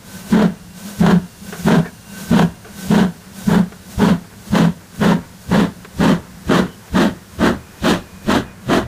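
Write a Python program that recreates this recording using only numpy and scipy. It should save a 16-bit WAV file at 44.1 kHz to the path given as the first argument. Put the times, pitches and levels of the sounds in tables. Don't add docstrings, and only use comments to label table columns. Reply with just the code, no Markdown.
import sys
import numpy as np
from scipy import signal
from scipy.fft import rfft, irfft, next_fast_len
from scipy.io import wavfile
from scipy.ndimage import uniform_filter1d, minimum_filter1d, map_coordinates

SR = 44100
rng = np.random.default_rng(int(sys.argv[2]) if len(sys.argv) > 2 else 0)


def dump(signal):
    limited = np.clip(np.atleast_2d(signal).T, -1, 1)
    pcm = np.round(limited * 32767).astype(np.int16)
    wavfile.write(sys.argv[1], SR, pcm)


N = 391166

# valve opening in seconds, hold in seconds, boom pitch in Hz,
# relative roar level in dB, treble offset in dB.
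EXHAUST_BEATS = [(0.315, .11, 197, -14.5, -16), (1.001, 0.13, 189, -20.5, -15), (1.657, .1, 186, -14, -15),
                 (2.306, 0.096, 186, -16, -13), (2.901, .11, 193.9, -17, -13.5),
                 (3.472, .11, 193.2, -21.5, -15), (3.988, 0.12, 184.9, -18.5, -13),
                 (4.52, 0.13, 188, -21.5, -11), (5.002, 0.12, 190.3, -18, -14),
                 (5.504, 0.12, 193, -17, -12.5), (5.993, 0.12, 189.4, -16.5, -12),
                 (6.484, 0.11, 204.5, -16.5, -12), (6.939, 0.11, 203.5, -16.5, -11),
                 (7.397, 0.087, 212, -15, -13), (7.835, 0.08, 201.3, -13.5, -7),
                 (8.273, .09, 210, -15.5, -10), (8.685, 0.084, 206, -14, -11.3)]
# start in seconds, surge strength.
COUGHS = [(.391, 6), (1.063, 15), (1.703, 9), (2.33, 4.5), (2.39, 10), (2.979, 10.5), (3.543, 5),
          (4.552, 9), (5.012, 2), (6.029, 3.5), (6.508, 12)]
# multiple of boom pitch, multiple of boom length, level in dB.
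CHIMNEY_NOTES = [(.915, 1.03, -1), (1.08, .88, -1)]
# time in seconds, level in dB, lead on the exhaust in seconds.
LEAK_TRACK = [(.3, -38, 0.17), (2.3, -35.5, 0.12), (3.499, -37.5, 0.059), (5, -42, 0.0063),
              (8.7, -47, 0.0063)]
# start in seconds, relative peak in dB, 60 dB decay in seconds.
ROD_KNOCKS = [(.565, -45, 0.045), (1.525, -16.5, 0.19), (1.856, -20, 0.15), (2.646, -26, 0.29),
              (3.721, -24, 0.092), (4.334, -34, 0.11), (5.847, -16.5, 0.051), (6.665, -25, 0.18),
              (6.876, -32, 0.13)]
# start in seconds, end in seconds, pitch in Hz, waver in Hz, level in dB.
THIN_TONES = [(1.83, 1.9, 1700, 90, -35), (1.84, 1.91, 2270, 50, -45), (2.12, 2.33, 1545, 30, -43),
              (6.64, 6.77, 3000, 110, -52), (7.58, 8.55, 2465, 55, -53.5)]
# first delay in seconds, last delay in seconds, gain in dB.
NEAR_ECHOES = [(.0058, .0085, -21), (.0135, .0105, -14), (.019, .025, -23.5)]

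# frequency in Hz, relative density in dB.
ROAR_NEAR_SPECTRUM = [(120, -14), (220, 6.5), (330, -10), (400, 1), (550, -12.5), (640, -5.5), (800, -12),
                      (980, -8.5), (1170, -18), (1500, -12), (2200, -25.5), (3000, -49)]
ROAR_PAST_SPECTRUM = [(120, -7), (200, 3), (270, 4), (330, -5.5), (480, -2.5), (780, -14), (920, -5.5),
                      (1200, -13), (1650, -14), (1950, -16.5), (2200, -25), (3000, -49)]
ROAR_AWAY_SPECTRUM = [(110, -24.5), (220, 1.5), (340, 2), (480, -8), (610, -3.5), (760, -11), (920, -10.5),
                      (1500, -11), (1950, -14), (2200, -26), (3000, -39)]
JET_SPECTRUM = [(1900, -46), (2300, -4), (3100, 1), (4200, -3.5), (5000, -11), (6500, -10.5), (9000, -17),
                (16000, -26)]
LEAK_SPECTRUM = [(200, 6), (500, 7.5), (1500, 1), (2300, -1.5), (4000, -1), (7000, -0.5), (10000, -3),
                 (16000, -6)]
RUMBLE_SPECTRUM = [(20, -11), (45, -9), (100, 1), (150, -5.5), (185, 6), (250, -11.5), (400, -25.5)]
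GEAR_SPECTRUM = [(200, -1), (300, -1), (430, 0.5), (800, -4), (950, -2.5), (1250, -5), (1520, -2.5),
                 (2200, -8.5), (3500, -17)]
TRICKLE_SPECTRUM = [(1500, -25), (2600, -3), (4000, 1.5), (7000, 0.5), (10000, -2.5), (16000, -6)]

# centre in Hz, width in Hz, relative gain in dB.
WHISTLE_MODES = [(1528, 10, 10), (2930, 25, -16), (3780, 28, -4), (5800, 14, -1), (6590, 83, -4.5),
                 (9070, 120, -9.5)]
ROD_MODES = [(432, 38, 16.5), (670, 150, 7), (1120, 380, 4), (1450, 92, 10), (2310, 68, -25),
             (3200, 210, -37)]
JOINT_MODES = [(2770, 10, 3), (6030, 24, -5), (9020, 90, -6)]

# time in seconds, level in dB.
TRICKLE_TRACK = [(0, -49.5), (2, -47.5), (4.799, -49), (6, -48.5), (8.1, -49), (8.87, -54)]
JOINT_TRACK = [(0, -66), (.7, -58), (2.2, -53), (3.5, -61), (5, -80)]

BOOM_DB, THUMP_DB, PUNCH_DB = (-8.5, -22), (-29.5, -27), (-26.5, -34)
SPIT_DB, GEAR_DB = (-35, -48), (-49, -45)
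WHISTLE_DB, DRAUGHT_DB = (-9, -9), (3, -1.5)
VALVE_SURGE = (5.5, 0.5)

ROAR_ATTACK_S, JET_ATTACK_S = 0.04, 0.048
SURGE_DELAY_S, SURGE_RISE_S, SURGE_DECAY_S = 0.0075, 0.0013, 0.039
BOOM_ATTACK_S, BOOM_OVERHANG_S, LEAK_SHUT_S = 0.013, 0.019, 0.073
BOOM_AIR_DB, RUMBLE_DB, TOP_HZ = -9.5, -41.5, 15500


def roar():
    start_s, hold_s, _, db, treble_db = np.transpose(EXHAUST_BEATS)
    end_s = start_s + hold_s - .02
    place = np.interp(clock(), [2.8, 5.6, 7.4], [0, 1, 2])
    spectra = [ROAR_NEAR_SPECTRUM, ROAR_PAST_SPECTRUM, ROAR_AWAY_SPECTRUM]
    body = sum(np.sqrt(np.clip(1 - abs(place - k), 0, 1)) * noise(spectrum)
               for k, spectrum in enumerate(spectra))
    body *= strokes(start_s + ROAR_ATTACK_S, end_s, db + 3.5, db_per_s=(950, 335), knee_s=.037)
    jet_db = db + treble_db + 1.5
    jet = noise(JET_SPECTRUM)
    jet *= strokes(start_s + JET_ATTACK_S, end_s, jet_db, db_per_s=(500, 310), knee_s=.021)
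    surge = surges(start_s)
    eddies = .8 * wobble(90) + 1.5 * wobble(400)
    return reflected(body * amp(1.18 * surge + eddies) + jet * amp(1.04 * surge + .43 * eddies))


def surges(valve_s):
    out = np.zeros(N)
    for start_s, strength in [*zip(valve_s + SURGE_DELAY_S, paced(VALVE_SURGE)), *COUGHS]:
        age_s = clock() - start_s
        out += strength * np.clip(age_s / SURGE_RISE_S, 0, 1) * np.exp(-np.abs(age_s) / SURGE_DECAY_S)
    return out


def boom():
    start_s, hold_s, beat_hz = np.transpose(EXHAUST_BEATS)[:3]
    pitch_hz = np.interp(clock(), start_s + hold_s / 2, beat_hz)
    full_s, db = start_s + BOOM_ATTACK_S, paced(BOOM_DB)
    air = strokes(full_s, start_s + hold_s, db + BOOM_AIR_DB, db_per_s=(1800, 197), knee_s=.01)
    out = air * noise([(125, -45), (165, 6), (210, -4), (300, -17)])
    for pitch_ratio, length_ratio, note_db in CHIMNEY_NOTES:
        phase = 2 * np.pi * np.cumsum(pitch_ratio * pitch_hz * (1 + .0271 * wobble(40))) / SR
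        end_s = start_s + length_ratio * (hold_s + BOOM_OVERHANG_S)
        blown = strokes(full_s, end_s, db, db_per_s=(2300, 346), knee_s=.011)
        out += amp(note_db) * blown * unit(np.sin(phase) * amp(1.9 * wobble(35)))
    bass = noise([(22, -9), (45, -17), (76, -2), (100, -10.5), (130, -4), (200, -26)])
    punch = strokes(start_s - .006, start_s, paced(PUNCH_DB), db_per_s=(1500, 900), knee_s=.003)
    thump = strokes(start_s, start_s + .12, paced(THUMP_DB), db_per_s=(800, 166), knee_s=.015)
    return out + bass * (punch + thump)


def leak():
    start_s = np.transpose(EXHAUST_BEATS)[0]
    time_s, *columns = np.transpose(LEAK_TRACK)
    db, lead_s = [np.interp(start_s, time_s, column) for column in columns]
    pressure = strokes(start_s - lead_s, start_s + LEAK_SHUT_S, db, db_per_s=(248, 600), knee_s=.11)
    spit = strokes(start_s - .002, start_s + .0074, paced(SPIT_DB), db_per_s=(900, 600), knee_s=.0033)
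    spit *= noise([(1500, 0), (4000, 1), (8000, -2), (16000, -14)])
    whistle = amp(gliding(WHISTLE_DB) + .4 * wobble(7.6)) * ringing(WHISTLE_MODES)
    draught = amp(gliding(DRAUGHT_DB)) * noise([(130, -32), (175, -9.5), (202, -7.5), (260, -26)])
    return spit + pressure * (noise(LEAK_SPECTRUM) + whistle + draught) * amp(1.4 * wobble(25))


def knocks():
    t = clock()
    blows = sum((t >= start_s) * amp(db - 60 * np.abs(t - start_s) / t60_s)
                for start_s, db, t60_s in ROD_KNOCKS)
    return amp(-8.5) * filtered(blows * ringing(ROD_MODES), lambda hz: 1 / (1 + 1j * hz / 3000))


def rolling():
    jolts_db, churn_db, flutter_db = 2.2 * wobble(14), 1.2 * wobble(25), .5 * wobble(12)
    rumble = amp(RUMBLE_DB + jolts_db) * noise(RUMBLE_SPECTRUM)
    gear = amp(gliding(GEAR_DB) + churn_db) * reflected(noise(GEAR_SPECTRUM))
    trickle_db = np.interp(clock(), *np.transpose(TRICKLE_TRACK))
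    return rumble + gear + amp(trickle_db + flutter_db) * noise(TRICKLE_SPECTRUM)


def thin_tones():
    t = clock()
    out = np.zeros(N)
    for start_s, end_s, hz, waver_hz, db in THIN_TONES:
        gate = np.clip(np.minimum(t - start_s, end_s - t) / .027, 0, 1)
        tone = np.sin(2 * np.pi * np.cumsum(hz + waver_hz * wobble(220)) / SR)
        out += gate * amp(db + 2.4 * wobble(23)) * tone
    return out


def joint():
    db = np.interp(clock(), *np.transpose(JOINT_TRACK))
    return amp(db + .87 * wobble(13)) * ringing(JOINT_MODES)


def reflected(x):
    t = clock()
    return x + sum(amp(db) * map_coordinates(x, [(t - np.linspace(first_s, last_s, N)) * SR], order=3)
                   for first_s, last_s, db in NEAR_ECHOES)


def trees(x, wet_db, t60_s, dull_hz):
    t = np.arange(SR // 2) / SR
    tail = rng.standard_normal(len(t)) * amp(-60 * t / t60_s) * np.clip(t / .098, 0, 1)
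    wet = signal.fftconvolve(x, tail / np.linalg.norm(tail))[:N]
    return amp(wet_db) * filtered(wet, lambda hz: hz / (hz + 250) / (1 + 1j * hz / dull_hz))


def strokes(starts_s, ends_s, levels_db, db_per_s, knee_s):
    t = clock()[::20]
    rise, fall = db_per_s
    ramp = lambda lag_s: np.hypot(np.maximum(lag_s, 0), knee_s) - knee_s
    gain = sum(amp(db - rise * ramp(start_s - t) - fall * ramp(t - end_s))
               for start_s, end_s, db in zip(starts_s, ends_s, levels_db))
    return np.interp(clock(), t, gain)


def paced(slow_fast):
    slow, fast = slow_fast
    rate_hz = 1 / np.gradient(np.transpose(EXHAUST_BEATS)[0])
    pace = np.clip((rate_hz - rate_hz.min()) / np.ptp(rate_hz), 1e-6, 1) ** 1.4
    return slow + (fast - slow) * pace


def gliding(slow_fast):
    return np.interp(clock(), np.transpose(EXHAUST_BEATS)[0], paced(slow_fast))


def noise(spectrum):
    points_hz, db = np.transpose(spectrum)
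    response = lambda hz: amp(np.interp(np.log(hz + 1), np.log(points_hz), db, left=-120, right=-120))
    return unit(filtered(rng.standard_normal(N), response))


def ringing(modes):
    response = lambda hz: sum(amp(db) * 1j * hz * width_hz / (mode_hz**2 - hz**2 + 1j * hz * width_hz)
                              for mode_hz, width_hz, db in modes)
    return unit(filtered(rng.standard_normal(N), response))


def wobble(rate_hz):
    t = clock()
    knots = rng.standard_normal(int(N * rate_hz / SR) + 4)
    return np.interp(t, t[::10], map_coordinates(knots, [t[::10] * rate_hz]))


def filtered(x, response):
    size = next_fast_len(N + SR // 2)
    return irfft(rfft(x, size) * response(np.fft.rfftfreq(size, 1 / SR)), size)[:N]


def amp(db):
    return 10 ** (np.asarray(db) / 20)


def unit(x):
    return x / np.sqrt(np.mean(x ** 2) + 1e-20)


def clock():
    return np.arange(N) / SR


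def limiter(x, ceiling, hold_s):
    size = int(hold_s * SR)
    needed = np.minimum(1, ceiling / (np.abs(x) + 1e-9))
    return x * uniform_filter1d(minimum_filter1d(needed, size), size)


def scene():
    blast = roar()
    exhaust = boom() + blast + trees(blast, wet_db=-24.5, t60_s=.5, dull_hz=1800)
    return (exhaust + leak() + rolling() + joint() + thin_tones() + knocks())[None]


def record(dry):
    limited = limiter(dry[0], ceiling=.69, hold_s=.012)
    return filtered(limited, lambda hz: hz < TOP_HZ)[None]


dry = scene()
out = record(dry)
dump(out)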